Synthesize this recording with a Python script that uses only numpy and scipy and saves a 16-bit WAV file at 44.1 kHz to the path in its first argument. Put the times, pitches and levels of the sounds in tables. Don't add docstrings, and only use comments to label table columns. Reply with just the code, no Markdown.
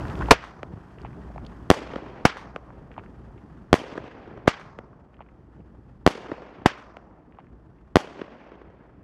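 import sys
import numpy as np
from scipy import signal
from scipy.fft import rfft, irfft, next_fast_len
from scipy.io import wavfile
from scipy.ndimage import uniform_filter1d

SR = 44100
rng = np.random.default_rng(int(sys.argv[2]) if len(sys.argv) > 2 else 0)


def digitize_waveform(pressure):
    field = np.atleast_2d(pressure).T
    bounded = np.clip(field, -1, 1)
    quanta = np.round(bounded * 32767).astype(np.int16)
    wavfile.write(sys.argv[1], SR, quanta)


def to_linear_factor(level_db):
    exponent = np.asarray(level_db, float) / 20
    return 10 ** exponent


N = 398223

# start in seconds, gas roar in dB before its swell, lead of the roar in ms,
# level of all returns in dB, extra delay of the echoes in ms.
LIFTS = [(0.3157, 2.5, 8.5, 3.5, 7), (2.2531, -12, 2.9, 6, 0.2), (4.4785, -22.5, 5.4, -1.5, 1.5),
         (6.66, -16, 2.6, -3.5, 0.5)]
# delay in ms, level in dB.
CLEARS = [(2.2, 0.5), (1.4, 1), (1.9, -6), (1.1, 0)]
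# start in seconds, shock in dB, delay of the ground bounce in ms,
# level of all returns in dB, shift of the farthest echoes in ms.
BURSTS = [(1.7027, 5, 10.7, 5, -1), (3.7300, 2, 11.1, 4, -13.5), (6.0650, 1.5, 11.0, 3.5, -7.5),
          (7.9578, 1.5, 10.9, 0.5, 0.6)]
# delay in ms, level in dB, hump width in ms.
NEAR_LIFT = [(1.3, -12, 0.4), (2.2, -6, 1.2), (3.2, -11.5, 1.6)]
NEAR_BURST = [(1.4, -9.5, 0.2), (2.5, -3.5, 0.45), (3.0, -8, 5.4)]
# delay in seconds, level in dB against the returns,
# centre in Hz, width in Hz before a common stretch.
WALLS = [(.117, -27.5, 1200, 1500), (.3085, -21.5, 1740, 7000), (0.3096, -26, 336, 497),
         (.451, -40.5, 1080, 800), (.654, -43.5, 400, 400), (.663, -43.5, 2430, 1800),
         (.688, -50, 2600, 1800), (.712, -42.5, 1210, 913), (.726, -41, 2500, 1770),
         (0.7264, -29.5, 820, 416), (.7345, -42.5, 2460, 1770), (.742, -41, 1900, 2600),
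         (0.784, -47.5, 1500, 1500), (.808, -47, 1890, 1190), (1.055, -51.5, 796, 700),
         (1.125, -54.5, 2450, 1500)]
# nominal delay of the first post in seconds, gap in seconds, growth of the gap per post.
FENCE = (.117, .0036, 1.035)
# centre of the bell in seconds, its spread in seconds, level in dB at the centre
# against the returns, centre in Hz, width in Hz.
FAINT_RISE = (3, 0.72, -51, 5000, 3000)
# delay in seconds, level in dB against the returns, centre in Hz.
SKY_ECHOES = [(.088, -31, 332), (.114, -28.5, 511), (.233, -29.5, 446), (.256, -18.5, 358),
              (.558, -36, 337), (.594, -37.5, 330), (.656, -33.5, 600), (.741, -39.5, 390)]
# first delay in seconds, gap in seconds, level in dB against the returns,
# change in dB from house to house, centre in Hz.
HOUSES = (0.2, 0.04, -34, -0.1, 373)
# frequency in Hz, quick part in dB, its 60 dB fall in seconds,
# slow part in dB, its 60 dB fall in seconds.
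LIFT_ROLL = [(60, -39.5, .12, -59, 1.2), (250, -24.5, .1, -46.5, 1.5), (700, -22, .1, -43, 2),
             (1500, -23, 0.15, -36, 0.71), (3000, -32.5, 0.2, -40, 0.39), (5950, -35.5, 0.17, -55.5, 0.79),
             (11000, -48, 0.07, -75.5, 0.55), (16000, -54, .06, -90, .3)]
BURST_ROLL = [(60.8, -46.5, 0.06, -61.5, 1.1), (258.2, -36.5, 0.33, -36.5, 4.44),
              (700, -22, 0.22, -37.5, 2.8), (1500, -33.5, 0.28, -45, 2.6), (2998, -38.5, 0.4, -50, 1.75),
              (6290, -40.5, 0.27, -56, 1.17), (11240, -50, .22, -69.5, .6), (16000, -61, .12, -92, .4)]
# start in seconds, peak in dB, centre in Hz, decay in ms.
CLICKS = [(.007, -38, 2640, 1.3), (.052, -27, 970, 0.93), (.082, -39, 3500, .9), (0.099, -34.5, 2800, 0.58),
          (.154, -36, 2470, 0.51), (0.191, -37, 4000, 0.64), (.208, -21, 1000, 3), (.218, -23, 1201, 3.6),
          (0.258, -34, 2000, 0.84), (.2835, -18.5, 810, 2.1), (1.016, -45.5, 4090, 0.89),
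          (1.301, -36.5, 640, 1.2), (1.360, -29.5, 700, 0.65), (1.3789, -29.5, 850, 0.78),
          (1.449, -44, 3180, 0.99), (1.464, -37, 3870, 1.4)]
# frequency in Hz, relative density in dB per Hz.
WIDE_HISS = [(290, -30.5), (500, -5.5), (906, -5), (1280, -7.5), (1570, -11), (1900, -14), (2160, -21),
             (8830, -35), (16000, -58.5)]
TREBLE_HISS = [(2000, -23), (4500, -2), (9500, -5.5), (13000, -9.5), (16500, -12.5)]
WIND = [(12, -33.5), (20, -7.5), (48, 1), (177, -3), (468, -14.5), (507, -19.5), (900, -25.5), (1170, -52),
        (1980, -120)]
TOWN = [(12, -46.5), (20, -20.5), (54, 3.5), (92, -12.5), (130, -10), (211, -10), (248, -17), (315, -12.5),
        (434, -21), (483, -39), (1050, -32), (2110, -56), (12000, -69), (15600, -99), (22000, -120)]
# centre in seconds, change in dB, length in seconds.
GUSTS = [(0.275, 2, .06), (.48, -11.5, .07), (.88, -9, 0.089), (2.3, -0.5, .4), (4.5, 5.5, .5)]
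# start in seconds, peak in dB, centre in Hz.
BUFFETS = [(.736, -24.5, 95), (.764, -29, 80), (.776, -29.5, 130)]
# centre in Hz, width in Hz, level in dB against the murmur.
HUM = [(59.6, 5.8, -2), (121.4, 12, -10)]
# time in seconds, level in dB.
BACKGROUND = [(0, -0.5), (.3, -1), (.4, -13), (1.6, -13.5), (3.0, -17.5), (3.7, -19.5), (5.2, -25),
              (6.0, -23.5), (7.5, -25.5), (9.03, -27.5)]
# frequency in Hz, gain in dB.
MICROPHONE = [(20, -12.5), (60, 0), (2200, 1.5), (3200, 0.5), (3950, -5), (4600, -2), (9000, -7.5),
              (16000, -6.5)]

LEAD = 44
LIFT_DB, LIFT_SUCK_MS = 3.5, 1.3
ROAR_HZ, ROAR_HZ_PER_DB, ROAR_PEAK_MS = 540, -22.5, 5.4
THUMP_DB, THUMP_SHARE = -5.5, 0.57
ROLL_DB, ROLL_SHARE = 3.5, 0.28
FENCE_DB, LOST_DB = -30, .9
BOUNCE_DB = 1.14
FRONT_MS, STEEPENING = .045, 1.276
SWAY_DB, LATE_S = 1.2, 0.27
FLARE_DB, FLARE_S = 7.5, .06
TOWN_DB, WIND_DB, WIDE_HISS_DB, TREBLE_HISS_DB = -32.5, -31, -42, -59
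TOWN_SHARE, WIND_SHARE, WIDE_HISS_SHARE, TREBLE_HISS_SHARE = 0.89, 0.92, 1, 1.15


def read(points, hz, column=1):
    points = np.transpose(points)
    return np.interp(np.log(hz + 1), np.log(points[0] + 1), points[column])


def evened(x):
    return x / np.sqrt(np.mean(x ** 2) + 1e-20)


def add(mix, s, sound):
    part = mix[round(s * SR):][:len(sound)]
    part += sound[:len(part)]


def band(x, hz, width_hz):
    b, a = signal.iirpeak(hz, hz / width_hz, SR)
    once = signal.lfilter(b, a, np.pad(x, (0, 400)))
    twice = signal.lfilter(b, a, once)
    return twice / abs(twice).max()


def band_noise(size, hz, width_hz):
    return evened(band(rng.standard_normal(size), hz, width_hz)[:size])


def shock(push_ms, suck_ms, round_ms):
    ms = (np.arange(300) - LEAD) * 1000 / SR
    push = 0.58 * ((ms > -push_ms) & (ms < 0))
    suction = (ms >= 0) * np.maximum(1 - abs(ms / suck_ms) ** 2.2, 0)
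    keep = np.exp(-1000 / SR / round_ms)
    return signal.lfilter([1 - keep], [1, -keep], push - suction)


def humps(rows):
    ms = (np.arange(600) - LEAD) * 1000 / SR
    return sum(to_linear_factor(db) * np.exp(-(2 * (ms - at) / width) ** 2) for at, db, width in rows)


def rough(wave, smear_ms, smear_db):
    ms = np.arange(900) * 1000 / SR
    scatter = to_linear_factor(smear_db) * rng.standard_normal(900) * np.exp(-ms / smear_ms)
    return np.convolve(wave, scatter + (ms == 0))


def noise(gain, size, patchy_db, flicker_db):
    hz, count = np.fft.rfftfreq(512, 1 / SR), size // 128 + 5
    real, imaginary, patches = rng.standard_normal((count, len(hz), 3)).T
    patches = uniform_filter1d(patches, size=5, axis=0)
    patches = evened(uniform_filter1d(patches, size=4, axis=1))
    flicker = evened(uniform_filter1d(rng.standard_normal(count), size=3))
    field = gain(hz[:, None], np.arange(count) * 128 / SR)
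    field = field * to_linear_factor(patchy_db * patches + flicker_db * flicker)
    return signal.istft((real + 1j * imaginary) * field, nperseg=512, noverlap=384)[1][:size]


def roll(rows, db):
    def gain(hz, t):
        quick = to_linear_factor(read(rows, hz, column=1) - 60 * t / read(rows, hz, column=2))
        slow = to_linear_factor(read(rows, hz, column=3) - 60 * t / read(rows, hz, column=4))
        return np.hypot(quick, slow) / np.sqrt(len(hz)) * 4
    x = noise(gain, 2 * SR, patchy_db=1.6, flicker_db=1.9)
    fade_in = np.minimum(np.arange(len(x)) / (0.0017 * SR), 1)
    return to_linear_factor(db) * x * fade_in


def scattered_bounces(wave, hz, per_s, db, t60):
    t = np.arange(round(1.5 * SR)) / SR
    hits = rng.random(len(t)) < per_s / SR
    train = hits * rng.standard_normal(len(t)) * to_linear_factor(db - 60 * t / t60)
    return signal.oaconvolve(train, band(wave, hz, 3.1 * hz))


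def gas_roar(roar_db):
    ms = np.arange(1600) * 1000 / SR
    roar_hz = ROAR_HZ + ROAR_HZ_PER_DB * roar_db
    gas = band_noise(1600, roar_hz, 1.7 * roar_hz)
    gas += to_linear_factor(-7) * band_noise(1600, 3100, 6000)
    x = ms / ROAR_PEAK_MS
    swell = x ** 1.61 * (np.exp(1 - x ** 2.1) + 0.65 * np.exp(-ms / 5.9))
    return to_linear_factor(roar_db) * gas * swell


def wall_echoes(out, start, back_db):
    slap = shock(0.22, .6, 0.075)
    for after, wall_db, hz, width in WALLS:
        echo = band(rough(slap, 8.8 * after, -25), hz, 1.13 * width)
        add(out, start + after, to_linear_factor(wall_db + back_db) * echo)


def faint_rise(back_db):
    centre_s, spread_s, rise_db, hz, width = FAINT_RISE
    bright = band_noise(SR // 2, hz, width)
    rise = np.exp(-((np.arange(SR // 2) / SR - centre_s) / spread_s) ** 2)
    return to_linear_factor(rise_db + back_db) * bright * rise


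def fence_delays():
    first, gap, growth = FENCE
    gaps = gap * growth ** np.arange(16) * rng.uniform(.8, 1.25, 16)
    return first + np.cumsum(gaps) - gap


def fence_echoes(out, start, wave, delays, back_db):
    for k, at in enumerate(delays):
        add(out, start + at, to_linear_factor(FENCE_DB + back_db - LOST_DB * k) * band(wave, 5700, 10500))


def lifts():
    out, delays = np.zeros(N), fence_delays()
    wave = shock(.42, LIFT_SUCK_MS, 0.094)
    for lift, (clear_ms, clear_db) in zip(LIFTS, CLEARS):
        s, roar_db, ahead_ms, back_db, late_ms = lift
        start, late = s - LEAD / SR, late_ms / 1000
        thump_db = THUMP_DB + THUMP_SHARE * roar_db
        roll_db = ROLL_DB + ROLL_SHARE * back_db
        add(out, start, to_linear_factor(LIFT_DB) * wave)
        add(out, start + clear_ms / 1000, to_linear_factor(clear_db) * shock(.4, .7, 0.023))
        add(out, start, humps(NEAR_LIFT + [(3.4, thump_db, 5.5)]))
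        add(out, s - ahead_ms / 1000, gas_roar(roar_db))
        add(out, s + .002, roll(LIFT_ROLL, roll_db))
        add(out, s + .008, scattered_bounces(wave, 1300, 140, roll_db - 35, .6))
        wall_echoes(out, start + late, back_db)
        add(out, s + late, faint_rise(back_db))
        fence_echoes(out, start + late, wave, delays, back_db)
    return out


def body_scatter(db):
    ms = np.arange(500) * 1000 / SR
    return to_linear_factor(.6 * db - 5) * band(rng.standard_normal(500), 2200, 5000)[:500] * np.exp(-ms / 1.5)


def sky_echoes(out, s, wave, dull, back_db, late_ms):
    first, gap, house_db, step_db, house_hz = HOUSES
    houses = [(first + gap * k, house_db + step_db * k, house_hz) for k in range(5)]
    for way, echo_db, hz in SKY_ECHOES + houses:
        at = s + way + late_ms / 1000 * np.tanh(way / LATE_S)
        echo_db = echo_db + back_db + SWAY_DB * rng.uniform(-0.993, 1)
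        thud = band(rough(dull, 2.6, -17.5), hz, 2.13 * hz)
        add(out, at + 0.0015, to_linear_factor(echo_db) * thud)
        snap = band(rough(wave, 12 * way, -13.5), 1700, 3640)
        add(out, at, to_linear_factor(echo_db - 1.5 - 15 * way) * snap)


def bursts():
    out = np.zeros(N)
    wave, dull = shock(0.45, 1.4, 0.015), shock(0.75, 1.55, 0.051)
    for s, db, bounce_ms, back_db, late_ms in BURSTS:
        start, bounce_s = s - LEAD / SR, bounce_ms / 1000
        add(out, start, to_linear_factor(db) * shock(0.45, 1.3, FRONT_MS * to_linear_factor(-STEEPENING * db)))
        add(out, start, to_linear_factor(.4 * db - 1.5) * humps(NEAR_BURST))
        add(out, s + 0.0009, body_scatter(db))
        add(out, start + bounce_s, to_linear_factor(BOUNCE_DB) * dull)
        add(out, start + bounce_s, to_linear_factor(BOUNCE_DB - 12) * humps(NEAR_BURST))
        add(out, s + bounce_s, roll(BURST_ROLL, back_db))
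        add(out, s + 0.032, scattered_bounces(dull, 480, 110, back_db - 31, 1.8))
        add(out, s + 0.03, scattered_bounces(wave, 1900, 160, back_db - 39, 1.0))
        sky_echoes(out, s, wave, dull, back_db, late_ms)
    return out


def clicks():
    out, ms = np.zeros(N), np.arange(700) * 1000 / SR
    for s, db, hz, length_ms in CLICKS:
        puff = rng.standard_normal(700) * ms * np.exp(-ms / length_ms)
        add(out, s, to_linear_factor(db) * band(puff, hz, .65 * hz))
    return out


def steady(spectrum, level_db, lumps_db, lump_ms):
    size = next_fast_len(N)
    colour = to_linear_factor(read(spectrum, np.fft.rfftfreq(size, 1 / SR)))
    x = evened(irfft(rfft(rng.standard_normal(size)) * colour, size)[:N])
    span = round(lump_ms * SR / 1000)
    lumps = uniform_filter1d(rng.standard_normal(N), span)
    lumps = evened(uniform_filter1d(lumps, span))
    return x * to_linear_factor(level_db + lumps_db * lumps)


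def hiss(t, sunk_db):
    flare_db = FLARE_DB * np.exp(-abs(t - LIFTS[0][0]) / FLARE_S)
    wide_db = WIDE_HISS_DB + WIDE_HISS_SHARE * sunk_db + flare_db
    treble_db = TREBLE_HISS_DB + TREBLE_HISS_SHARE * sunk_db + .7 * flare_db
    wide = steady(WIDE_HISS, wide_db, lumps_db=2.0, lump_ms=10)
    return wide + steady(TREBLE_HISS, treble_db, lumps_db=1.5, lump_ms=3)


def wind(t, sunk_db):
    gust_db = sum(db * np.exp(-((t - s) / length) ** 2) for s, db, length in GUSTS)
    return steady(WIND, WIND_DB + WIND_SHARE * sunk_db + gust_db, lumps_db=3.5, lump_ms=18)


def buffets():
    out = np.zeros(N)
    for s, db, hz in BUFFETS:
        push = np.pad(np.hanning(90), (0, 900))
        add(out, s, to_linear_factor(db) * band(push, hz, 1.55 * hz))
    return out


def town(sunk_db):
    x = steady(TOWN, TOWN_DB + TOWN_SHARE * sunk_db, lumps_db=1.17, lump_ms=60)
    rms = np.sqrt(np.mean(x ** 2))
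    drones = sum(to_linear_factor(db) * rms * evened(band(x, hz, width)[:N]) for hz, width, db in HUM)
    return x + drones


def scene():
    t = np.arange(N) / SR
    sunk_db = np.interp(t, *np.transpose(BACKGROUND))
    blasts = lifts() + bursts()
    background = hiss(t, sunk_db) + wind(t, sunk_db) + buffets() + town(sunk_db)
    return (blasts + clicks() + background)[None]


def roll_off(x):
    return signal.sosfilt(signal.butter(12, 16430, fs=SR, output="sos"), x)


def record(dry):
    response = to_linear_factor(read(MICROPHONE, np.linspace(0, SR / 2, 400)))
    colour = signal.firwin2(1023, np.linspace(0, 1, 400), response)
    coloured = signal.oaconvolve(dry, colour[None], "same")
    heard = signal.lfilter(*signal.butter(1, 30, "high", fs=SR), coloured)
    level_db = 20 * np.log10(abs(heard) + 1e-9)
    fall = np.arange(N) * 30.7 / SR
    held_db = np.maximum.accumulate(np.minimum(level_db, 0) + fall, axis=1) - fall
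    over_db = np.clip(held_db + 27.5, 0, None)
    keep = np.exp(-1 / (.014 * SR))
    duck_db = 0.22 * signal.lfilter([1 - keep], [1, -keep], over_db)
    overloaded = np.clip(heard / to_linear_factor(duck_db), -1, 1)
    limited = signal.lfilter(*signal.butter(2, 14000, fs=SR), overloaded)
    return roll_off(limited)


dry = scene()
out = record(dry)
digitize_waveform(out)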